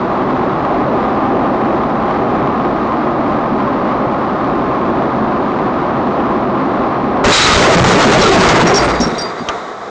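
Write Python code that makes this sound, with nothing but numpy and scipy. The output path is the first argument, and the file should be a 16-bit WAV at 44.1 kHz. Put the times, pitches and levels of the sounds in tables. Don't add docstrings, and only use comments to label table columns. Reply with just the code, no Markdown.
import sys
import numpy as np
from scipy import signal
from scipy.fft import rfft, irfft, next_fast_len
from scipy.io import wavfile
from scipy.ndimage import uniform_filter1d

SR = 44100
rng = np.random.default_rng(int(sys.argv[2]) if len(sys.argv) > 2 else 0)


def pcm_store(signal):
    levels = np.round(np.clip(np.atleast_2d(signal), -1, 1) * 32767)
    wavfile.write(sys.argv[1], SR, levels.astype(np.int16).T)


N = 436576
TIME = np.arange(N) / SR
IMPACT_S = 7.243


# (frequency [Hz], level [dB], T60 [s])
BODY_MODES = [(57.6, -2, 0.13), (129, 1.5, 0.11), (182.1, 1, 0.12), (234.2, 4.5, 0.082), (300.5, -7, 0.18),
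              (401.3, 3, 0.11), (579.4, 1.5, 0.096), (701.5, 0, 0.081), (1193, -6.5, 0.065)]
def knock(db, spot_hz, t60_scale=1):
    sound = 0
    for hz, mode_db, t60 in BODY_MODES:
        gain = undb(mode_db + mode_coupling(hz, spot_hz, db_per_octave=17, deepest_db=60.5))
        sound += gain * ring(hz * (1 + 0.021 * rng.standard_normal()), t60 * t60_scale)
    sound *= 1 - np.exp(-TIME[:len(sound)] / 0.0029)
    return undb(db) * sound / np.abs(sound).max()


# (time [s], peak level [dB], favoured frequency [Hz])
BODY_BLOWS = [(7.243, 14.5, 650), (7.262, 15, 265), (7.281, 15.5, 420), (7.298, 16, 566), (7.396, 15, 200),
              (7.443, 13, 150), (7.508, 11, 201), (7.565, 7, 106.5), (7.752, 16.5, 182), (7.803, 11.5, 125),
              (7.856, 13, 150), (7.885, 9, 160), (7.924, 10, 160), (7.95, 10, 180), (8.052, 11, 250),
              (8.079, 14, 297), (8.135, 5.5, 148), (8.175, 9.5, 198), (8.295, 11, 384), (8.384, 11.5, 175),
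              (8.445, 6, 230), (8.535, 3.5, 181), (8.625, 7.5, 195), (8.728, 8, 390), (8.822, -3, 700),
              (9.022, -5, 690), (9.174, -15, 380.1), (9.24, -17, 410), (9.329, -18, 400),
              (9.406, -15.5, 234), (9.492, -10, 1140)]
def blows():
    out = np.zeros(N)
    for s, db, spot_hz in BODY_BLOWS:
        add(out, s, knock(db, spot_hz))
    return out


# (frequency [Hz], relative level [dB])
FRAME_SPECTRUM = [(20, -11.5), (55, -3.5), (90, -6), (140, 1.5), (240, -0.5), (350, 2.5), (600, -4.5),
                  (1000, -14.5), (2500, -48)]
SHEET_SPECTRUM = [(150, -28), (400, -2), (650, 0), (900, -1.5), (1100, 0), (1230, 0), (1400, -1.5),
                  (1650, -6.5), (2100, -6.5), (3000, -23.5), (6000, -33.5), (10000, -36.5)]
GLASS_SPECTRUM = [(800, -18), (1800, -2.5), (2200, -0.5), (2800, -3), (3400, -0.5), (3800, 0), (4300, -1),
                  (5600, -4.5), (7000, -7), (9000, -5)]
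# (time [s], attack [s], hold [s], release [dB/s], frame level [dB], sheet level [dB], glass level [dB])
CRASH_STAGES = [(7.239, 0.017, 0.063, 596, 7.5, 7.5, 1), (7.304, 0.022, 0.094, 87, -20, 4.5, 19),
                (7.38, 0.053, 0.058, 82, 6, 10, 3), (7.55, 0.029, 0.18, 120, 4, 2, -4),
                (7.848, 0.004, 0.59, 113, 1, -1.5, -5), (8.351, 0.033, 0.25, 39, -3.5, -4, -17)]
def crushing():
    power = sum(np.outer(undb(levels_db), envelope(s, attack, hold, release)) ** 2
                for s, attack, hold, release, *levels_db in CRASH_STAGES)
    frame_gain, sheet_gain, glass_gain = np.sqrt(power)
    jerks = walk(60)
    frame = unit(colour(fractures(rate=1400, spread_db=-1.5), FRAME_SPECTRUM)) * frame_gain
    sheet = unit(colour(fractures(rate=3000, spread_db=2), SHEET_SPECTRUM)) * sheet_gain
    glass = unit(colour(fractures(rate=6000, spread_db=0), GLASS_SPECTRUM)) * glass_gain
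    return frame + sheet * undb(1.84 * jerks) + glass * undb(3.6 * jerks)


# (time [s], level [dB], T60 [s])
PANEL_FOLDS = [(7.578, 10, 0.12), (7.654, 10, 0.2), (7.771, 10, 0.13), (7.841, 15, 0.075), (7.869, 8, 0.07),
               (7.897, 10.5, 0.14), (7.945, 6.5, 0.15), (7.968, 8, 0.15), (7.996, 9, 0.36),
               (8.124, 7, 0.13), (8.225, 4, 0.14), (8.407, 9, 0.12), (8.437, 7.5, 0.2), (8.495, 6, 0.19),
               (8.555, 4.5, 0.15), (8.615, -7, 0.13), (8.70, -4, 0.12), (8.82, -9, 0.13),
               (8.905, -16, 0.12), (8.939, -15, 0.18)]
def crunches():
    breaks = fractures(rate=2500, spread_db=4)
    sheet = unit(colour(breaks, SHEET_SPECTRUM))
    grit = undb(-10.5) * unit(colour(breaks, GLASS_SPECTRUM))
    return bursts(PANEL_FOLDS) * (sheet + grit)


# (time [s], duration [s], starting frequency [Hz], glide [octaves/s], pitch jitter [ratio], level [dB])
PANEL_SLIPS = [(7.322, 0.06, 3880, 0, 0.015, 12), (7.389, 0.068, 3930, 0, 0.016, 10.5),
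               (7.348, 0.052, 4900, -0.5, 0.014, 4), (7.367, 0.047, 2530, 0.5, 0.036, 3),
               (7.364, 0.06, 1200, 0.5, 0.05, 3), (7.443, 0.043, 1260, 0, 0.04, 9),
               (7.42, 0.081, 2530, -4, 0.08, 4), (7.5, 0.04, 1231, 0, 0.045, 9.5),
               (7.492, 0.066, 3750, 0, 0.012, 1), (7.644, 0.025, 1030, 14, 0.11, 5),
               (7.671, 0.029, 310, 38.5, 0.21, 7), (7.913, 0.0091, 430, -0.5, 0.16, 8),
               (7.95, 0.016, 400, -0.5, 0.16, 3), (8.144, 0.021, 647, -5, 0.11, 4),
               (8.18, 0.025, 305, 15.5, 0.15, 6), (8.229, 0.052, 430, -2.5, 0.15, 4),
               (8.214, 0.074, 4100, -1.6, 0.02, -5.5), (8.248, 0.02, 1347, 0, 0.029, 5.5),
               (8.318, 0.018, 780, 0.5, 0.1, 5), (8.353, 0.021, 640, -0.5, 0.11, 4),
               (8.572, 0.033, 390, 13, 0.17, -4), (8.601, 0.02, 910, -0.5, 0.086, -1),
               (8.635, 0.025, 294, 5.5, 0.22, 2), (8.694, 0.022, 850, -9, 0.1, -6)]
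def screeches():
    out = np.zeros(N)
    waver, jitter, grip = .004 * walk(90), walk(900), undb(3.2 * walk(160))
    for s, length, hz, glide, roughness, db in PANEL_SLIPS:
        span = slice(int(s * SR), int(s * SR) + SR // 4)
        age = TIME[span] - s
        pitch = hz * (1 + waver[span] + roughness * jitter[span]) * 2 ** (glide * np.minimum(age, length))
        swell = np.clip(age / 0.0059, 0, 1) * undb(-700 * np.maximum(age - length, 0))
        add(out, s, undb(db) * swell * np.sin(phase_of(pitch)))
    return out * grip


# (time [s], period [s], peak level [dB])
SHELL_JOLTS = [(7.251, 0.017, 14.5), (7.487, 0.011, 15), (7.533, 0.013, 13.5), (7.562, 0.013, 14),
               (8.476, 0.014, 2), (9.488, 0.016, -30)]
def jolts():
    out = np.zeros(N)
    for s, period, db in SHELL_JOLTS:
        add(out, s, -undb(db) * np.sin(2 * np.pi * TIME[:int(period * SR)] / period))
    return out


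def shards(count=70, start_s=7.32, mean_delay_s=0.08, low_hz=4260, high_hz=10200, loss_db_per_s=56):
    out = np.zeros(N)
    for when, pitch, size in rng.random((count, 3)):
        delay = -mean_delay_s * np.log(1 - when)
        hz = low_hz * (high_hz / low_hz) ** pitch
        add(out, start_s + delay, size * undb(12.5 - loss_db_per_s * delay) * ring(hz, t60=0.067))
    return out


def settling(landings=3, drop_s=9.001, rebound_s=0.062, loss_db=8.5):
    shudder = np.sin(phase_of(BODY_MODES[0][0] * (1 + 0.027 * walk(25))))
    out = undb(-19.5) * envelope(8.76, .03, 0.23, 200) * shudder
    for k in range(landings):
        landing = knock(db=5 - k * loss_db, spot_hz=253, t60_scale=0.79)
        add(out, drop_s + k * rebound_s, landing)
    return out


# (frequency [Hz], relative level [dB], T60 [s])
PIECE_MODES = [(4748, -1, 0.2), (5568, 1, 0.12), (8480, 2.5, 0.11)]
# (frequency [Hz], relative level [dB])
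SCRATCH_SPECTRUM = [(2500, -29), (4500, -6), (5800, 6), (7000, -5), (9000, 0)]
# (time [s], relative level [dB], favoured frequency [Hz])
PIECE_LANDINGS = [(8.21, -3, 5570), (8.666, -9, 5570), (8.739, -1, 5570), (8.752, -1, 5570),
                  (8.778, -10, 4750), (8.824, -18, 8470), (8.884, -16, 5070), (8.938, -26, 4750),
                  (9.002, -7.5, 5570), (9.03, -17, 5570), (9.062, -18, 5450), (9.18, -7, 5150),
                  (9.207, -12, 4850), (9.105, -27, 5200), (9.376, -31, 4750)]
def clinks(count=5, chatter_s=0.018, scratch_db=-22):
    ringing, scratch = np.zeros(N), np.zeros(N)
    for s, db, spot_hz in PIECE_LANDINGS:
        when, size = rng.random((2, count))
        contact_s = (np.arange(count) + when) / count * chatter_s
        contacts = np.zeros(SR // 2)
        contacts[(contact_s * SR).astype(int)] = .5 + size
        add(scratch, s, undb(db + scratch_db) * signal.fftconvolve(contacts, fade(t60=0.035)) / 2)
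        for hz, mode_db, t60 in PIECE_MODES:
            tone = signal.fftconvolve(contacts, ring(hz * (1 + 0.003 * rng.standard_normal()), t60))
            gain = undb(db + mode_db + mode_coupling(hz, spot_hz, db_per_octave=72, deepest_db=15.5))
            add(ringing, s, gain * tone / np.abs(tone).max())
    flutter = undb(3 * walk(170))
    return ringing * flutter + scratch * noise(SCRATCH_SPECTRUM)


# (frequency [Hz], relative level [dB])
PLASTIC_SPECTRUM = [(700, -2.5), (1150, -0.5), (1600, -10), (2600, -6.5), (3100, 7.5), (3400, -11),
                    (3700, 7.5), (4300, -13), (6200, -4), (7200, -20.5), (9000, -23)]
# (time [s], level [dB], T60 [s])
TRIM_CRACKS = [(7.841, 3, 0.033), (8.04, 1, 0.04), (8.135, 3, 0.042), (8.405, -3, 0.034),
               (8.487, 4.5, 0.077), (9.004, -17, 0.058), (9.487, -5, 0.033)]
def snaps():
    cracks = bursts(TRIM_CRACKS)
    tail = fade(t60=0.17)
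    echo = signal.fftconvolve(cracks, tail / tail.sum())[:N]
    return cracks * noise(PLASTIC_SPECTRUM) + undb(3.5) * echo * noise(SHEET_SPECTRUM)


# (frequency [Hz], relative level [dB])
RUMBLE_SPECTRUM = [(20, -26.5), (38, -17), (54, -9.5), (68, -10.5), (105, -12), (132, -1.5), (168, -7),
                   (208, 1.5), (240, 2), (300, 0.5), (385, 0), (445, -7), (540, -4), (800, -4), (900, -9.5),
                   (1170, -61)]
TREAD_SPECTRUM = [(600, -12.5), (900, -1.5), (1060, 6.5), (1140, 2), (1215, 4), (1320, -2.5), (1500, -8),
                  (2000, -15.5), (2800, -24.5), (3900, -25.5), (5000, -33), (8000, -50), (11000, -80.5)]
# (time [s], duration [s], level relative to the smooth road [dB])
ROUGH_ROAD = [(0.677, 0.92, -5.5), (2.0, 0.35, -9), (5.9, 0.27, -6)]
def tyres(rumble_db=-13.72, tread_db=-19):
    added_power = sum((undb(db) * envelope(s, 0.07, length, 50)) ** 2 for s, length, db in ROUGH_ROAD)
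    rumble = noise(RUMBLE_SPECTRUM) * np.sqrt(1 + added_power) * undb(rumble_db + .5 * walk(8.3))
    tread = noise(TREAD_SPECTRUM) * undb(tread_db + .5 * walk(14))
    return rumble + tread


# (multiple of the firing rate [1], level [dB])
ENGINE_HARMONICS = [(2, -41), (4, -32)]
def engine(firing_hz=62.2):
    phase = phase_of(firing_hz * (1 + .025 * walk(6)))
    return sum(undb(db + 3 * walk(16)) * np.sin(k * phase) for k, db in ENGINE_HARMONICS)


def drive_whine(start_s=0.25, hold_s=2.0, start_hz=796, rise_hz_per_s=7.5):
    hz = (start_hz + rise_hz_per_s * (TIME - start_s)) * (1 + 0.001 * walk(8))
    return np.sin(phase_of(hz)) * envelope(start_s, 0.38, hold_s, 25) * undb(-26 + 2.5 * walk(5))


# (frequency [Hz], relative level [dB])
WHIRR_SPECTRUM = [(24, -67), (40, -22), (234, -2), (275, -7), (413, 2.5), (580, -3.5), (680, 3.5),
                  (833, -3), (1140, -1.5), (1640, -10), (2020, -10), (2770, -25), (3800, -16.5),
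                  (4400, -22.5), (6120, -25.5), (9000, -30), (10000, -73)]
# (frequency [Hz], level [dB], T60 [s])
GEAR_MODES = [(480, -33.5, 0.14), (696, -36, 0.14), (1152, -30, 0.099), (1290, -31.5, 0.14)]
def whirr():
    swell = envelope(IMPACT_S, attack_s=1.36, hold_s=0, release_db_per_s=5.5)
    rubbing = rng.standard_normal(N)
    singing = sum(undb(db) * resonate(rubbing, hz, t60) for hz, db, t60 in GEAR_MODES)
    return (noise(WHIRR_SPECTRUM) * undb(-19 + .8 * walk(25)) + singing) * swell


def rattle(start_s=8.55, hold_s=0.35):
    ringing = resonate(fractures(rate=600, spread_db=-0.5), hz=3800, t60=0.014)
    return ringing * undb(-36 + 2.5 * walk(40)) * envelope(start_s, 0.1, hold_s, 25)


def undb(db):
    return 10 ** (np.asarray(db) / 20)


def unit(x):
    return x / np.std(x)


def colour(x, points):
    hz, db = np.transpose(points)
    size = next_fast_len(N + SR // 2) * 2
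    f = np.arange(size // 2 + 1) * SR / size
    gain = undb(np.interp(np.log(f + 1), np.log(hz), db))
    cepstrum = irfft(np.log(gain))
    cepstrum[1:size // 2] *= 2
    cepstrum[size // 2 + 1:] = 0
    return irfft(rfft(x, size) * np.exp(rfft(cepstrum)))[:N]


def noise(points):
    return unit(colour(rng.standard_normal(N), points))


def walk(rate):
    step = int(SR / rate)
    stairs = np.repeat(rng.standard_normal(N // step + 1), step)
    return unit(uniform_filter1d(stairs, step)[:N])


def fractures(rate, spread_db):
    sizes = rng.standard_normal(N) * undb(spread_db * np.minimum(rng.exponential(size=N), 4))
    return unit(sizes * (rng.random(N) < rate / SR))


def phase_of(hz):
    return 2 * np.pi * np.cumsum(hz) / SR


def fade(t60):
    return np.exp(-np.log(1000) * TIME[:SR // 2] / t60)


def ring(hz, t60):
    return np.sin(2 * np.pi * hz * TIME[:SR // 2]) * fade(t60)


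def resonate(force, hz, t60):
    return unit(signal.fftconvolve(force, ring(hz, t60))[:N])


def mode_coupling(hz, spot_hz, db_per_octave, deepest_db):
    return -min(db_per_octave * abs(np.log2(hz / spot_hz)), deepest_db)


def envelope(s, attack_s, hold_s, release_db_per_s):
    age = TIME - s
    return np.clip(age / attack_s, 0, 1) * undb(-release_db_per_s * np.maximum(age - attack_s - hold_s, 0))


def bursts(events):
    out = np.zeros(N)
    for s, db, t60 in events:
        add(out, s, undb(db) * fade(t60))
    return out


def add(out, s, sound):
    i = int(s * SR)
    out[i:i + len(sound)] += sound[:N - i]


def saturate(x, rail):
    return x / (1 + (x / rail) ** 4) ** (1 / 4)


def first_order(x, hz, kind):
    return signal.sosfilt(signal.butter(1, hz, kind, fs=SR, output="sos"), x)


def scene():
    crash = crushing() + crunches() + shards() + screeches() + blows() + jolts()
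    driving = (tyres() + engine() + drive_whine()) * np.clip(1 - (TIME - IMPACT_S) / 0.13, 0, 1)
    return (crash + driving + settling() + clinks() + rattle() + snaps() + whirr())[None]


# (frequency [Hz], gain [dB])
MIC_RESPONSE = [(100, -1), (1000, 1), (2800, -0.5), (3800, -1), (5000, -2), (7000, -2), (9000, -16.5)]
def record(dry, lower_rail=0.27, upper_rail=0.64, bias_shift=0.51, coupling_hz=34, leak_db=-21):
    x = dry[0]
    x = x + bias_shift * first_order(np.maximum(np.abs(x) - lower_rail, 0), 9.8, "low")
    treble = first_order(first_order(x, 3200, "high"), 3200, "high")
    x = saturate(x, np.where(x > 0, upper_rail, lower_rail)) + undb(leak_db) * saturate(treble, 1)
    x = colour(first_order(x, coupling_hz, "high"), MIC_RESPONSE)
    band_edge = signal.ellip(6, .3, 20, 8950, fs=SR, output="sos")
    top_cut = signal.ellip(12, .2, 70, 10960, fs=SR, output="sos")
    return signal.sosfilt(top_cut, signal.sosfilt(band_edge, x))[None]


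dry = scene()
out = record(dry)
pcm_store(out)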